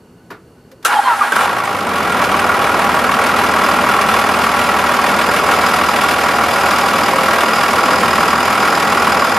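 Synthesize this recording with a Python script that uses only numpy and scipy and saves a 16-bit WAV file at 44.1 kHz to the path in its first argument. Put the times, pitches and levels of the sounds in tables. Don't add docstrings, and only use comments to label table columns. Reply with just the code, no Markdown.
import sys
import numpy as np
from scipy import signal
from scipy.fft import rfft, irfft, next_fast_len
from scipy.io import wavfile
from scipy.ndimage import uniform_filter1d, minimum_filter1d, map_coordinates

SR = 44100
rng = np.random.default_rng(int(sys.argv[2]) if len(sys.argv) > 2 else 0)


def wrap_up_sound(samples):
    columns = np.atleast_2d(samples).T
    tamed = np.clip(columns, -1, 1)
    steps = np.round(tamed * 32767).astype(np.int16)
    wavfile.write(sys.argv[1], SR, steps)


N = 413658
CATCH_S = 1.3

# (time [s], speed [firings/s])
ENGINE_SPEED = [(1.3, 25.21), (1.5, 55.31), (1.68, 55.48), (1.9, 44.95), (2.3, 39.81), (3.2, 40.33),
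                (3.9, 39.83), (5.2, 40.13), (7.5, 40.06), (8.8, 40.51)]
# (time [s], blows [dB], rattle [dB])
FUEL = [(1.38, -1, -4), (1.52, -3, -5.5), (1.85, -7.5, -4), (2.2, -1, -1.5), (3.8, 0, 0.4),
        (5.7, -0.5, 1.5), (9.3, -0.2, .2)]
# (knock [dB], injector [dB], valve tap [dB])
CYLINDERS = [(0, 0.5, 1), (1.5, 0.4, 0.5), (-4, -0.9, -1.5), (2, 0, 2), (-3, 0.4, 1.5), (2.5, 0.3, -0.5)]
# (pitch [Hz], width [Hz], boost [dB])
ENGINE_PEAKS = [(193, 50, 5.5), (234, 77, 4.5), (580, 16, 1), (730, 29, 2.5), (805.6, 27, 10.5),
                (976, 89, 6.5), (1134, 98, 9.5), (1325, 131, 9.5), (1420, 62, 10.5), (1619, 130, 8),
                (1834, 17, 7.5), (1937, 92, 7.5), (2202, 69, 6), (2402, 380, 3.5), (2832, 67, 4),
                (3444, 16, 8.5)]
# (crank position [firings], level [dB])
KNOCKS = [(-.21, 0), (-.04, -2.5)]
# (frequency [Hz], level [dB])
KNOCK_TONE = [(60, -48), (160, -27), (300, -12.5), (600, -4), (1000, -1), (1150, -0.5), (1450, -5),
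              (1750, -8), (2700, -13.5), (4000, -28.5), (6000, -29), (14000, -38)]
# (crank position [firings], level [dB])
SLAPS = [(-.12, -.5), (.13, -1), (.26, -.5), (.44, -.5), (.63, -3)]
# (frequency [Hz], level [dB])
SLAP_TONE = [(60, -35.5), (160, -11), (300, -6), (600, 1), (1000, -1.5), (1450, -9.5), (1750, -11.5),
             (2700, -15.5), (4000, -21), (14000, -39.5)]
# (frequency [Hz], level [dB])
RATTLE_TONE = [(300, -41), (900, -2), (1700, 4), (2700, 8), (4000, 3), (6000, -2), (8200, -7), (10000, -3),
               (13000, -7), (14300, -15.5)]
# (crank position [firings], level [dB])
TAPS = [(-.19, 0), (.41, -6.5)]
# (frequency [Hz], level [dB])
TAP_TONE = [(2500, -23), (4000, -26), (4700, -8), (4950, 0.5), (5150, -3.5), (5450, -15), (6300, -24),
            (6800, -9.5), (7800, -21), (14000, -53)]
# (frequency [Hz], level [dB])
ROAR_TONE = [(20, -27), (55, -14.5), (105, -3), (150, -7), (200, -3), (300, -0.5), (550, 3.5), (1000, -6),
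             (2500, -13.5), (8000, -58)]
# (time [s], blade rate [Hz], level [dB])
FAN_RUN = [(1.3, 84, -22), (2.2, 83.7, -3), (4.1, 83.2, -2.5), (5.9, 81.3, 2.5), (6.7, 79.5, 1.5),
           (7.3, 75.3, 1.5), (8.1, 72, 0), (8.6, 70, -20)]
# (pitch [times the blade rate], level [dB])
FAN_NOTES = [(3, -37.5), (5, -38), (7, -32.5), (9, -31.5)]
# (pitch [times the firing rate], level [dB])
HUM_NOTES = [(1, -55), (2, -39.5), (3, -48), (5, -47), (6, -40.5)]
# (time [s], gear boost [dB], motor boost [dB])
COMPRESSIONS = [(.93, 8.5, -1), (1.1, 6, -2), (1.245, 5.5, -1), (1.42, 6, 5)]
# (frequency [Hz], level [dB])
GEAR_TONE = [(60, -34), (180, -39), (330, -12), (600, -6), (850, 3), (1200, -4.5), (1600, -3), (2100, -9.5),
             (4000, -15.5), (8000, -30), (10500, -21), (14000, -35)]
# (frequency [Hz], level [dB])
MOTOR_TONE = [(40, -21), (160, -25), (215, -4), (238, 21.5), (265, 1), (400, 3), (2000, 5), (6000, -4),
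              (10000, -2.5), (14000, -13)]
# (time [s], length [s], first pitch [Hz], last pitch [Hz], level [dB])
SCREECHES = [(.935, 0.06, 848, 815, -12.5), (.983, 0.023, 830, 823, -5), (0.948, 0.044, 3230, 3170, -30),
             (1.027, .07, 4400, 4030, -35), (1.03, .067, 3170, 3180, -33), (1.051, 0.066, 1040, 920, -9.5),
             (1.09, .053, 954, 880, -16), (1.094, 0.064, 1437, 1285, -14.5), (1.205, 0.029, 1280, 1090, -7)]
# (time [s], level [dB], fade [s], treble [dB])
CLUNKS = [(.848, -9, 0.16, 11), (1.32, 3, 0.032, -4), (1.361, -2.5, 0.045, 2), (1.388, -2, 0.034, -9),
          (1.476, -13, 0.027, -8)]
# (frequency [Hz], level [dB])
CLUNK_TONE = [(60, -30), (230, -14), (500, 3), (900, -14), (1250, 8.5), (1600, 5), (2100, -12), (2900, -9),
              (4500, -15.5), (8000, -14.5), (11000, -17), (14000, -22)]
# (pitch [Hz], width [Hz], boost [dB])
HOUSING_RINGS = [(800, 35, 9), (1370, 98, 6.5), (1550, 86, 8.5), (2510, 50, 4), (2810, 110, 11),
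                 (3550, 58, 5), (6100, 300, 1)]
# (time [s], level [dB], fade [s], treble [dB])
CLICKS = [(.303, -24.5, 0.22, -4.5), (.714, -46, 0.11, 14.5), (.826, -36, 0.085, 9)]
# (frequency [Hz], level [dB])
CLICK_TONE = [(60, -17), (230, -2), (350, 5), (530, -6), (750, -5), (1400, 0.5), (2100, -10), (3000, -15),
              (4500, -14), (8000, -25), (14000, -23)]
# (frequency [Hz], level [dB])
OUTDOOR_TONE = [(15, -55), (25, -22), (127, -3), (141, -15), (170, -1), (189, -8.5), (247, -5), (290, -11),
                (432, -8), (594, -18), (1320, -24.5), (1920, -31.5), (3440, -38.5), (4380, -38),
                (9000, -40), (14500, -44)]
# (pitch [Hz], width [Hz], boost [dB])
WHINES = [(1490, 32, 12), (2830, 220, 9), (4425, 140, 12)]
# (frequency [Hz], side gain [dB])
STEREO_WIDTH = [(60, -31), (100, -33), (180, -57), (310, -38.5), (540, -21), (940, -16.5), (1640, -13),
                (2840, -9.5), (4930, -13), (8560, -3.5), (14900, -8.5)]
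# (frequency [Hz], left minus right [dB])
STEREO_LEAN = [(250, 0), (700, -0.1), (2500, -0.9), (5500, -.3), (13000, -.8)]


def engine():
    position = crank()
    fuel_db, rattle_db = curves(FUEL)
    knock_db, injector_db, tap_db = np.transpose(CYLINDERS)
    knocks = blows(position, KNOCKS, knock_db, KNOCK_TONE, ENGINE_PEAKS,
                   fade_s=0.039, alike=0.55, scatter_db=0.74, jitter_s=.00007)
    slaps = blows(position, SLAPS, np.zeros(len(CYLINDERS)), SLAP_TONE, ENGINE_PEAKS,
                  fade_s=0.033, alike=0.45, scatter_db=1.14, jitter_s=.00007)
    pair = amp(-17 + fuel_db) * knocks + amp(-18.5 + fuel_db) * slaps
    pair += amp(-22 + rattle_db) * injectors(position, injector_db)
    pair += valves(position, tap_db) + fan_roar()
    pair[0] += exhaust_hum(position) * ramp(1.35, 0.092) + belt(position) + fan_drone()
    return pair * ramp(CATCH_S, 0.045)


def crank(start=-.88):
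    speed, = curves(ENGINE_SPEED)
    return start + np.cumsum(speed * (clock() >= CATCH_S)) / SR


def blows(position, pattern, cylinder_db, tone, rings, fade_s, alike, scatter_db, jitter_s):
    repeated, fresh = np.zeros((2, N)), np.zeros((2, N))
    for cylinder, own_db in enumerate(cylinder_db):
        firings = np.arange(cylinder, position[-1], len(CYLINDERS))
        for place, db in pattern:
            path = unit(shaped(burst(fade_s, rise_s=.0005, count=2500), tone, rings))
            for time in np.interp(firings + place, position, clock()):
                late, hard = rng.standard_normal(2)
                force = amp(db + own_db + scatter_db * hard)
                add(repeated, time + jitter_s * late, force * path)
                add(fresh, time, force * burst(fade_s, rise_s=.0005, count=1300))
    return np.sqrt(alike) * unit(repeated) + np.sqrt(1 - alike) * unit(shaped(fresh, tone, rings))


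def injectors(position, cylinder_db, lead_firings=.37, depth_db=7, scatter_db=1.32):
    cycle = position + lead_firings
    firing = np.floor(cycle).astype(int)
    strength_db = cylinder_db[firing % len(CYLINDERS)] + scatter_db * rng.standard_normal(400)[firing]
    dip = np.interp(cycle % 1, [0, .13, .33, 1], [1, 0, 0, 1])
    level = amp(strength_db - depth_db * dip + 0.1 * wobble(rate_hz=900))
    return unit(shaped(level * noise(), RATTLE_TONE, ENGINE_PEAKS))


def valves(position, cylinder_db, full_db=-28.5, harden_s=3.1, waver_db=1.1):
    softer_db = 22.5 * np.exp(-(clock() - CATCH_S) / harden_s)
    taps = blows(position, TAPS, cylinder_db, TAP_TONE, rings=(),
                 fade_s=0.066, alike=0.38, scatter_db=3.0, jitter_s=.00005)
    return amp(full_db - softer_db + waver_db * wobble(rate_hz=7)) * taps


def fan_roar(full_db=-19.5, waver_db=0.9):
    softer_db = 11.5 * (1 - ramp(1.59, 0.27))
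    level = amp(full_db - softer_db + waver_db * wobble(rate_hz=3.14))
    return level * unit(shaped(noise(), ROAR_TONE, ENGINE_PEAKS))


def fan_drone(waver_db=2.0):
    blade_hz, fan_db = curves(FAN_RUN)
    phase = 2 * np.pi * np.cumsum(blade_hz) / SR
    track = np.zeros(N)
    for multiple, db in FAN_NOTES:
        track += amp(fan_db + db + waver_db * wobble(rate_hz=5)) * np.sin(multiple * phase)
    return np.sqrt(2) * track


def exhaust_hum(position, waver_db=1.0, rev_db=0.5):
    speed, = curves(ENGINE_SPEED)
    push_db = rev_db * (speed - speed[-1]) / (speed.max() - speed[-1])
    track = np.zeros(N)
    for multiple, db in HUM_NOTES:
        level = amp(db + push_db + waver_db * np.sqrt(multiple) * wobble(rate_hz=7))
        track += level * np.sin(2 * np.pi * (multiple * position + rng.random()))
    return np.sqrt(2) * track


def belt(position, firings_per_turn=11.2145, chirp_hz=8250, level_db=-31, scatter_db=3):
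    track = np.zeros(N)
    progress, shape = swell(length_s=0.012)
    chirp_positions = np.arange(15.27, position[-1], firings_per_turn)
    for time in np.interp(chirp_positions, position, clock()):
        sharp, hard = rng.standard_normal(2)
        pitch_hz = chirp_hz + 90 * sharp + 150 * progress
        phase = 2 * np.pi * np.cumsum(pitch_hz) / SR
        add(track, time, amp(level_db + scatter_db * hard) * shape * np.sin(phase))
    return track


def starter(on_s=.842, off_s=1.446, rough_db=1.0, load_s=0.045):
    running = ramp(on_s, 0.017) * (1 - ramp(off_s, .05))
    times, gear_db, motor_db = np.transpose(COMPRESSIONS)
    load = np.exp(-((clock() - times[:, None]) / load_s) ** 2)
    teeth = amp(rough_db * wobble(rate_hz=300)) * noise()
    gears = amp(-20.7 + gear_db @ load) * unit(shaped(teeth, GEAR_TONE, ENGINE_PEAKS))
    motor = amp(-30 + motor_db @ load) * unit(shaped(noise(), MOTOR_TONE))
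    return running * (gears + motor)


def screeches(waver_hz=36, chatter_db=1.0, octave_db=-22):
    pair = np.zeros((2, N))
    for time, length_s, first_hz, last_hz, db in SCREECHES:
        progress, shape = swell(length_s)
        glide_hz = first_hz + (last_hz - first_hz) * progress
        pitch_hz = glide_hz + waver_hz * wobble(rate_hz=240, count=len(shape))
        phase = 2 * np.pi * np.cumsum(pitch_hz) / SR
        chatter = amp(db + chatter_db * wobble(rate_hz=200, count=len(shape)))
        note = np.sin(phase) + amp(octave_db) * np.sin(2 * phase)
        add(pair[0], time, np.sqrt(2) * chatter * shape * note)
    return pair


def strikes(rows, tone, rings, treble_life, split_hz=2500):
    pair = np.zeros((2, N))
    low, high = (signal.butter(2, split_hz, kind, fs=SR, output="sos") for kind in ("low", "high"))
    for time, db, fade_s, treble_db in rows:
        body = signal.sosfilt(low, burst(fade_s, rise_s=0.0025, count=12000))
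        crack = signal.sosfilt(high, burst(fade_s * treble_life, rise_s=0.0023, count=12000))
        add(pair, time, amp(db) * shaped(body + amp(treble_db) * crack, tone, rings))
    return pair


def hollow_ring(start_s=.714, pitch_hz=530, level_db=-39, length_s=0.042):
    pair = np.zeros((2, N))
    progress, shape = swell(length_s)
    add(pair[0], start_s, amp(level_db) * shape * np.sin(2 * np.pi * pitch_hz * length_s * progress))
    return pair


def outdoors(level_db=-44.0):
    return amp(level_db) * unit(shaped(noise(), OUTDOOR_TONE, WHINES))


def amp(db):
    return 10 ** (np.asarray(db) / 20)


def unit(x):
    return x / np.sqrt(np.mean(np.atleast_2d(x)[0] ** 2) + 1e-20)


def clock():
    return np.arange(N) / SR


def ramp(start_s, length_s):
    return np.clip((clock() - start_s) / length_s, 0, 1)


def along(points, hz):
    frequencies, values = np.transpose(points)
    return np.interp(np.log(hz + 1), np.log(frequencies), values)


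def curves(rows):
    times, *columns = np.transpose(rows)
    return [np.interp(clock(), times, column) for column in columns]


def wobble(rate_hz, count=N):
    points = rng.standard_normal(int(count * rate_hz / SR) + 4)
    return map_coordinates(points, [np.arange(count) * rate_hz / SR])


def noise(count=N):
    return rng.standard_normal((2, count))


def burst(fade_s, rise_s, count):
    t = np.arange(count) / SR
    return noise(count) * np.exp(-np.log(1000) * t / fade_s) * (1 - np.exp(-t / rise_s))


def swell(length_s):
    progress = np.linspace(0, 1, int(length_s * SR))
    return progress, np.sin(np.pi * progress)


def add(track, time_s, sound):
    start = int(np.clip(round(time_s * SR), 0, N))
    track[..., start:start + sound.shape[-1]] += sound[..., :N - start]


def shaped(x, tone, rings=()):
    size = 2 * next_fast_len(x.shape[-1] // 2 + 4096)
    hz = np.fft.rfftfreq(size, 1 / SR)
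    ring_db = sum(boost / (1 + (2 * (hz - pitch) / width) ** 2) for pitch, width, boost in rings)
    gain = unit(amp(along(tone, hz) + ring_db))
    folded = irfft(np.log(gain))
    folded[1:size // 2] *= 2
    folded[size // 2 + 1:] = 0
    return irfft(rfft(x, size) * np.exp(rfft(folded)))[..., :x.shape[-1]]


def filtered(x, gain):
    size = next_fast_len(N + SR // 2)
    return irfft(rfft(x, size) * gain(np.fft.rfftfreq(size, 1 / SR)), size)[..., :N]


def scene():
    clicks = strikes(CLICKS, CLICK_TONE, rings=(), treble_life=0.61)
    clunks = strikes(CLUNKS, CLUNK_TONE, HOUSING_RINGS, treble_life=0.84)
    mid, side = engine() + starter() + screeches() + clunks + clicks + hollow_ring() + outdoors()
    side = filtered(side, lambda hz: amp(along(STEREO_WIDTH, hz)))
    left_right = np.array([mid + side, mid - side])
    return filtered(left_right, lambda hz: amp(np.outer([.5, -.5], along(STEREO_LEAN, hz))))


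def record(dry):
    ceiling, top_hz = .97, 14650
    needed = np.minimum(1, ceiling / (np.abs(dry).max(axis=0) + 1e-9))
    gain = uniform_filter1d(minimum_filter1d(needed, size=121), size=121)
    return filtered(dry * gain, lambda hz: np.clip((top_hz - hz) / 400 + .5, 0, 1))


dry = scene()
out = record(dry)
wrap_up_sound(out)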